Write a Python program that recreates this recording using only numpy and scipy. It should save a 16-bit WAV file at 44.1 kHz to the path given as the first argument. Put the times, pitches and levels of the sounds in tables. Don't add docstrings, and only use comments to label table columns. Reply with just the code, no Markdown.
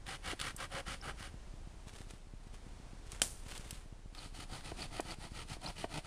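import sys
import numpy as np
from scipy import signal
from scipy.fft import rfft, irfft, next_fast_len
from scipy.io import wavfile
from scipy.ndimage import map_coordinates

SR = 44100
rng = np.random.default_rng(int(sys.argv[2]) if len(sys.argv) > 2 else 0)


def output_pcm(signal):
    pcm = np.clip(np.atleast_2d(signal).T, -1, 1) * 32767
    wavfile.write(sys.argv[1], SR, np.round(pcm).astype(np.int16))


N = 267246


def amp(db):
    return 10 ** (np.asarray(db) / 20)


def unit(x):
    return x / np.sqrt(np.mean(x ** 2) + 1e-20)


def along(points, hz):
    freqs, values = np.transpose(points)
    return np.interp(np.log(hz + 1), np.log(freqs), values)


def filtered(x, response):
    size = next_fast_len(len(x) + 4096)
    return irfft(rfft(x, size) * response(np.fft.rfftfreq(size, 1 / SR)), size)[:len(x)]


def coloured(x, spectrum):
    return unit(filtered(x, lambda hz: amp(along(spectrum, hz))))


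def resonances(modes, hz):
    return sum(amp(db) * 1j * hz * width / (peak * peak - hz * hz + 1j * hz * width)
               for peak, width, db in modes)


def tilt(hz, slope_db):
    return amp(slope_db * np.log2(np.clip(hz, 300, 12000) / 1000))


def wobble(n, rate):
    return map_coordinates(rng.standard_normal(int(n * rate / SR) + 4), [np.arange(n) * rate / SR])


def grains(rate, spread_db):
    n = len(rate)
    return (rng.random(n) < rate / SR) * rng.standard_normal(n) * amp(spread_db * rng.standard_normal(n))


def swells(rows):
    t = np.arange(N) / SR
    return sum(amp(db) * np.exp(-((t - s) / half) ** 2) for s, half, db in rows)


def during(start, end):
    t = np.arange(N) / SR
    return np.clip(np.minimum(t - start, end - t) / .1, 0, 1)


def add(track, s, sound):
    i = int(np.clip(round(s * SR), 0, N))
    track[i:i + len(sound)] += sound[:N - i]


# start in seconds, length in seconds, level in dB, dullness in dB per octave, push or pull.
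SAW_STROKES = [(0.052, 0.13, -45, 0, "push"), (0.22, 0.13, -41, 0.5, "pull"),
               (0.383, 0.15, -42.5, -0.5, "push"), (0.566, 0.11, -43, 1.5, "push"),
               (0.693, .129, -41.5, 3, "pull"), (0.848, 0.12, -44, 0, "push"),
               (1.002, 0.13, -44.5, 4.5, "pull"), (1.16, 0.15, -51, 0, "push"),
               (4.114, .19, -55, 0.5, "pull"), (4.321, 0.14, -53, -2, "pull"), (4.477, .14, -51, 0, "push"),
               (4.625, 0.11, -52, -.5, "push"), (4.745, 0.13, -48, -0.5, "pull"),
               (4.9, 0.12, -49.5, 1.5, "push"), (5.029, 0.13, -49, 0, "pull"),
               (5.189, 0.11, -53, 1.5, "push"), (5.31, 0.14, -50, 1, "pull"),
               (5.469, 0.11, -50.5, -1.5, "push"), (5.597, .127, -46.5, 1, "pull"),
               (5.747, 0.12, -50, -1, "push"), (5.881, 0.13, -46, 0, "pull"),
               (6.024, 0.12, -52.5, 3, "push")]
# pitch in Hz, width in Hz, level in dB.
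FIRST_RING = [(559, 24, 0), (788, 83, 3), (1110, 310, -5), (1335, 190, 3), (1577, 140, 0.5),
              (1904, 190, -0.5), (2198, 130, -5), (2750, 160, -8.5), (2910, 150, -4)]
SECOND_RING = [(620, 27, -10), (752, 110, 5), (878, 140, 2.5), (1270, 130, 4), (1964, 200, -0.5),
               (2426, 360, -1.5), (2945, 170, -3)]
# frequency in Hz, level in dB.
FIRST_TEETH = [(150, 2), (500, -9.5), (1200, -1), (3300, 0), (3700, -7.5), (4400, -1), (5800, -7.5),
               (7500, -8), (9600, -3.5), (12000, -8)]
SECOND_TEETH = [(150, -16), (500, -11), (1600, -2.5), (3300, -2), (3700, -2.5), (4500, 2), (5600, -7.5),
                (7200, -7.5), (9600, -3.5), (12000, -8)]
def saw(strokes, wood, hiss, wood_db, hiss_db, shudder_db, swell_db, bite_db):
    out, t = np.zeros(N), np.arange(SR // 4) / SR
    for start, length, db, dullness, direction in strokes:
        fastest_s = length * (0.66 if direction == "pull" else 0.47)
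        speed = np.abs(np.sin(np.pi * np.interp(t, [0, fastest_s, length], [0, .5, 1])))
        force = np.tanh(1.287 * speed ** 1.2)
        bite = amp(bite_db * wobble(len(t), 176.4))
        tears = lambda: grains(4000 + 7000 * speed, spread_db=2.5) * bite
        modes = [(hz, width, level + rng.normal(0, 2.05)) for hz, width, level in wood]
        ring = unit(filtered(tears(), lambda hz: resonances(modes, hz) * tilt(hz, -dullness)))
        bend = shudder(tears())
        steel = coloured(tears(), hiss)
        lateness = np.clip((t - fastest_s) / length, -1, 1)
        effort_db = db + 50
        add(out, start, amp(db + wood_db + swell_db * lateness) * force ** 1.22 * ring)
        add(out, start, amp(shudder_db + 0.93 * effort_db) * force ** 1.05 * bend)
        add(out, start, amp(hiss_db + 0.56 * effort_db - 0.56 * dullness) * force * steel)
    return out


# pitch in Hz, width in Hz, level in dB.
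BENDING_NOTES = [(136, 68, 5.5), (285, 47, -1)]
def shudder(tugs):
    return unit(filtered(tugs, lambda hz: resonances(BENDING_NOTES, hz) / (1 + 1j * hz / 500)))


def rubbing(strokes, hiss, level_db):
    scrape = coloured(grains(np.full(N, 6000), spread_db=0), hiss) * amp(4.2 * wobble(N, 25))
    start, end = strokes[0][0], strokes[-1][0] + strokes[-1][1]
    return amp(level_db) * during(start, end) * scrape


# start in seconds, length in seconds, first pitch in Hz, last pitch in Hz, level in dB.
BLADE_SQUEAKS = [(1.011, 0.011, 5230, 5330, -60.5), (4.178, 0.02, 4800, 3900, -56),
                 (4.817, 0.011, 4380, 4870, -45.5), (5.097, .028, 3940, 4950, -59),
                 (5.658, 0.013, 4250, 4360, -49.5), (5.672, 0.021, 5150, 5100, -55)]
def squeaks():
    out = np.zeros(N)
    for start, length, from_hz, to_hz, db in BLADE_SQUEAKS:
        n = int(length * SR)
        hz = np.linspace(from_hz, to_hz, n) * (1 + .035 * wobble(n, 1500))
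        grip = np.sqrt(np.hanning(n)) * amp(5.1 * wobble(n, 640))
        add(out, start, amp(db + 6.5) * grip * np.sin(2 * np.pi * np.cumsum(hz) / SR))
    return out


# start in seconds, level in dB.
TOOTH_SNAGS = [(0.0663, -35), (.393, -32), (0.3995, -25), (0.4134, -19.5), (4.149, -37), (4.608, -39.5)]
# frequency in Hz, level in dB.
SNAG_TONE = [(500, -12), (1000, -3), (1600, 4), (2200, -0.5), (3700, 4), (6000, -9), (12000, -6)]
def snags(fade_s):
    out, t = np.zeros(N), np.arange(SR // 20) / SR
    attack = np.clip(t / 0.00029, 0, 1)
    for start, db in TOOTH_SNAGS:
        crack = coloured(rng.choice([-1.0, 1.0], len(t)), SNAG_TONE)
        add(out, start, amp(db - 7.5 - 60 * t / fade_s) * attack * crack)
    return out


# middle in seconds, half length in seconds, level in dB.
BLADE_JUDDER = (5.965, 0.024, -46)
def judder(slip_hz):
    cycles = np.cumsum(slip_hz * (1 + .03 * wobble(N, 60))) / SR
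    slips = np.diff(np.floor(cycles), prepend=0)
    return swells([BLADE_JUDDER]) * shudder(slips)


# start in seconds, level in dB, brightness in dB per octave.
BLADE_BUMPS = [(0.3322, -33.5, -7), (4.7174, -33.5, -3.5), (4.9971, -25.5, 0.5), (5.568, -42, -6),
               (5.8416, -26.5, 0.5)]
# pitch in Hz, level in dB.
BUMP_NOTES = [(330, 0), (500, -6.5), (690, 1.5), (930, -6.5), (1120, -10.5), (1500, -15), (1880, -12),
              (2400, -13), (3000, -17)]
def bumps(contact_s, damping_s):
    out, t = np.zeros(N), np.arange(SR // 30) / SR
    fade = amp(-60 * np.maximum(t - contact_s, 0) / damping_s)
    for start, db, brightness in BLADE_BUMPS:
        ring = sum(amp(level) * tilt(hz, brightness) * np.sin(2 * np.pi * (hz * t + rng.random()))
                   for hz, level in BUMP_NOTES)
        add(out, start, amp(db - 6.5) * fade * unit(ring))
    return out


# start in seconds, level in dB, brightness in dB per octave.
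WOOD_SNAPS = [(0.5644, -25.5, 12.5), (3.1189, -31.5, 2), (3.1977, -40, -2), (3.2177, -8.5, 2.5),
              (3.5777, -31.5, 2.5), (3.7084, -25, 2), (5.0047, -27.5, 3.5)]
# frequency in Hz, level in dB.
SNAP_NOTES = [(270, 4.5), (620, 1.5), (1520, -3.5), (2450, -6), (3130, 6), (5170, -1), (6390, -6),
              (7710, 4.5), (8630, -10), (9600, -3)]
SPLINTER_TONE = [(600, 2), (1100, 1), (2500, -2), (8000, 0.5), (14000, 0)]
def snaps(crackle, roughness):
    out, t = np.zeros(N), np.arange(SR // 10) / SR
    loudest_db = max(row[1] for row in WOOD_SNAPS)
    for start, db, brightness in WOOD_SNAPS:
        ring = np.zeros(len(t))
        for hz, level in SNAP_NOTES:
            phase = 2 * np.pi * (hz * t + rng.random())
            blur = roughness * min(hz / 3000, 1) * wobble(len(t), 960)
            ring += amp(level) * np.sin(phase + blur)
        ring = amp(0.39 * (db - loudest_db)) * unit(ring)
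        splinters = coloured(rng.choice([-1.0, 1.0], len(t)), SPLINTER_TONE)
        crack = unit(filtered(ring + crackle * splinters, lambda hz: tilt(hz, brightness)))
        fade_s = .016 * amp(0.2 * brightness)
        add(out, start, amp(db - 7.0) * crack * amp(-60 * np.maximum(t - .0006, 0) / fade_s))
    return out


BREAK_S = 3.2178
def recoil(level_db, thud_hz, fade_s):
    out, t = np.zeros(N), np.arange(SR // 10) / SR
    add(out, BREAK_S, amp(level_db - 60 * t / fade_s) * np.sin(2 * np.pi * thud_hz * t))
    return out


def debris(splinter_db, splinter_fade_s, leaf_db, leaf_fade_s):
    t = np.maximum(np.arange(N) / SR - BREAK_S, 0)
    tone = [(200, 1), (1500, -6.5), (3200, -5.5), (6000, 1.5), (9300, 5.0), (14000, 4.0)]  # Hz, dB
    hiss = coloured(grains(np.full(N, 7000), spread_db=1), tone)
    level = amp(splinter_db - 60 * t / splinter_fade_s) + amp(leaf_db - 60 * t / leaf_fade_s)
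    attack = np.clip(t / 0.0083, 0, 1)
    return level * attack * hiss


# middle in seconds, half length in seconds, level in dB.
FIBRE_TEARS = [(3.49, 0.0088, -49.5), (3.517, 0.016, -48.5), (3.56, 0.016, -48), (3.68, 0.024, -58.5),
               (3.745, 0.031, -55.5)]
# frequency in Hz, level in dB.
FIBRE_TONE = [(150, -7), (700, 0), (1500, -1), (3200, 1), (5500, -5.5), (12000, -3.5)]
def tearing():
    return swells(FIBRE_TEARS) * coloured(grains(np.full(N, 4000), spread_db=0.5), FIBRE_TONE)


# middle in seconds, half length in seconds, level in dB.
LEAF_RUSTLES = [(1.889, 0.014, -54.5), (1.976, 0.054, -57.5), (2.124, 0.03, -61.5), (2.55, 0.017, -64.5),
                (3.135, 0.06, -57), (3.55, 0.13, -57.5), (3.78, 0.071, -65)]
# frequency in Hz, level in dB.
LEAF_TONE = [(100, -24), (400, 8.5), (1000, 3.5), (3500, 2), (6000, -2), (10000, -1), (14000, -5.5)]
SHIFTING_S = (1.7, 4.2)
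def leaves(stir_db):
    stir = during(*SHIFTING_S) * amp(stir_db + 4.8 * wobble(N, 11))
    crackles = grains(np.full(N, 4000), spread_db=2.5) * amp(2.7 * wobble(N, 80))
    return (swells(LEAF_RUSTLES) + stir) * coloured(crackles, LEAF_TONE)


# frequency in Hz, seconds to fade by 60 dB.
ECHO_FADE = [(200, 0.354), (1500, 0.2), (4000, 0.41), (8000, 0.47), (14000, 0.55)]
# frequency in Hz, level in dB.
ECHO_TONE = [(200, -5), (1500, 3), (3200, -3), (6000, -1), (7700, -1), (9100, 2.5), (10200, 1),
             (14000, 1.5)]
def forest_echo(sound, early_db, late_db):
    out, size = np.zeros(N), SR // 5
    for i in range(0, N, size):
        hz, t, noise = signal.stft(rng.standard_normal(SR * 3 // 4), SR, nperseg=256)
        tail_db = along(ECHO_TONE, hz)[:, None] - 60 * t / along(ECHO_FADE, hz)[:, None]
        tail = signal.istft(noise * amp(tail_db), SR, nperseg=256)[1]
        near = rng.standard_normal(len(tail)) * amp(-60 * np.arange(len(tail)) / SR / 0.059)
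        echo = amp(early_db) * near / np.linalg.norm(near) + amp(late_db) * tail / np.linalg.norm(tail)
        add(out, i / SR + .003, signal.fftconvolve(sound[i:i + size], echo))
    return out


THUMP_PATTERN = [-8, -1, -7, -16, 0, -5.5, 0, -4.5, 1, -12, -5, 0]
THUMP_GAP_S, FIRST_THUMP_S = .0662974, .0165
def camera(hum_db, thump_db, thump_hz, low_cut_hz):
    thumps, age = np.zeros(N), np.arange(SR // 20) / SR
    pulse = age ** 1.73 * np.exp(-2 * np.pi * thump_hz * age)
    pulse = filtered(pulse, lambda hz: 1j * hz / (low_cut_hz + 1j * hz))
    times = np.arange(FIRST_THUMP_S, N / SR, THUMP_GAP_S)
    for peak_s, accent_db in zip(times, np.resize(THUMP_PATTERN, len(times))):
        start = peak_s - age[pulse.argmax()] + rng.normal(0, 0.00099)
        gain = amp(thump_db + accent_db + rng.normal(0, 0.88))
        add(thumps, start, -gain * pulse / pulse.max())
    t = np.arange(N) / SR
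    hum = np.sin(2 * np.pi * 2 * t / THUMP_GAP_S + 0.19 * wobble(N, 16))
    return thumps + hum * amp(hum_db + 0.66 * wobble(N, 9))


# frequency in Hz, level in dB.
AIR_TONE = [(20, 22), (50, 24.5), (80, 18), (130, 9), (250, 6), (500, 0.5), (800, 0.5), (1300, -4.5),
            (2500, -8.5), (5000, -11.5), (9500, -14.5), (14000, -19)]
def air():
    return amp(-54) * coloured(rng.standard_normal(N), AIR_TONE) * amp(1.4 * wobble(N, 2.535))


def scene():
    first = [row for row in SAW_STROKES if row[0] < BREAK_S]
    second = [row for row in SAW_STROKES if row[0] > BREAK_S]
    cuts = saw(first, FIRST_RING, FIRST_TEETH,
               wood_db=-2.0, hiss_db=-52.5, shudder_db=-62.5, swell_db=3.0, bite_db=1.6)
    cuts += saw(second, SECOND_RING, SECOND_TEETH,
                wood_db=-2.0, hiss_db=-53, shudder_db=-55, swell_db=2.5, bite_db=1.56)
    blade = rubbing(first, FIRST_TEETH, level_db=-69) + rubbing(second, SECOND_TEETH, level_db=-68.5)
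    blade += squeaks() + snags(fade_s=0.023) + judder(slip_hz=151.5)
    branch = bumps(contact_s=0.0045, damping_s=0.01) + snaps(crackle=0.86, roughness=0.92)
    branch += tearing() + recoil(level_db=-34, thud_hz=262, fade_s=0.012)
    litter = leaves(stir_db=-75)
    litter += debris(splinter_db=-29.5, splinter_fade_s=0.11, leaf_db=-39.5, leaf_fade_s=0.5)
    work = cuts + blade + branch + litter
    background = air() + camera(hum_db=-51.0, thump_db=-39.5, thump_hz=185, low_cut_hz=24.5)
    return (work + forest_echo(work, early_db=-15.5, late_db=-15) + background)[None]


# frequency in Hz, gain in dB.
MICROPHONE_TONE = [(9600, 0.5), (10100, -1.5), (10500, -10), (11100, -21.5), (12000, -6.5), (12700, -13.5),
                   (14000, -24), (15500, -46)]
TOP_HZ = 15900
def record(dry):
    return filtered(dry[0], lambda hz: amp(along(MICROPHONE_TONE, hz)) * (hz < TOP_HZ))[None]


dry = scene()
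out = record(dry)
output_pcm(out)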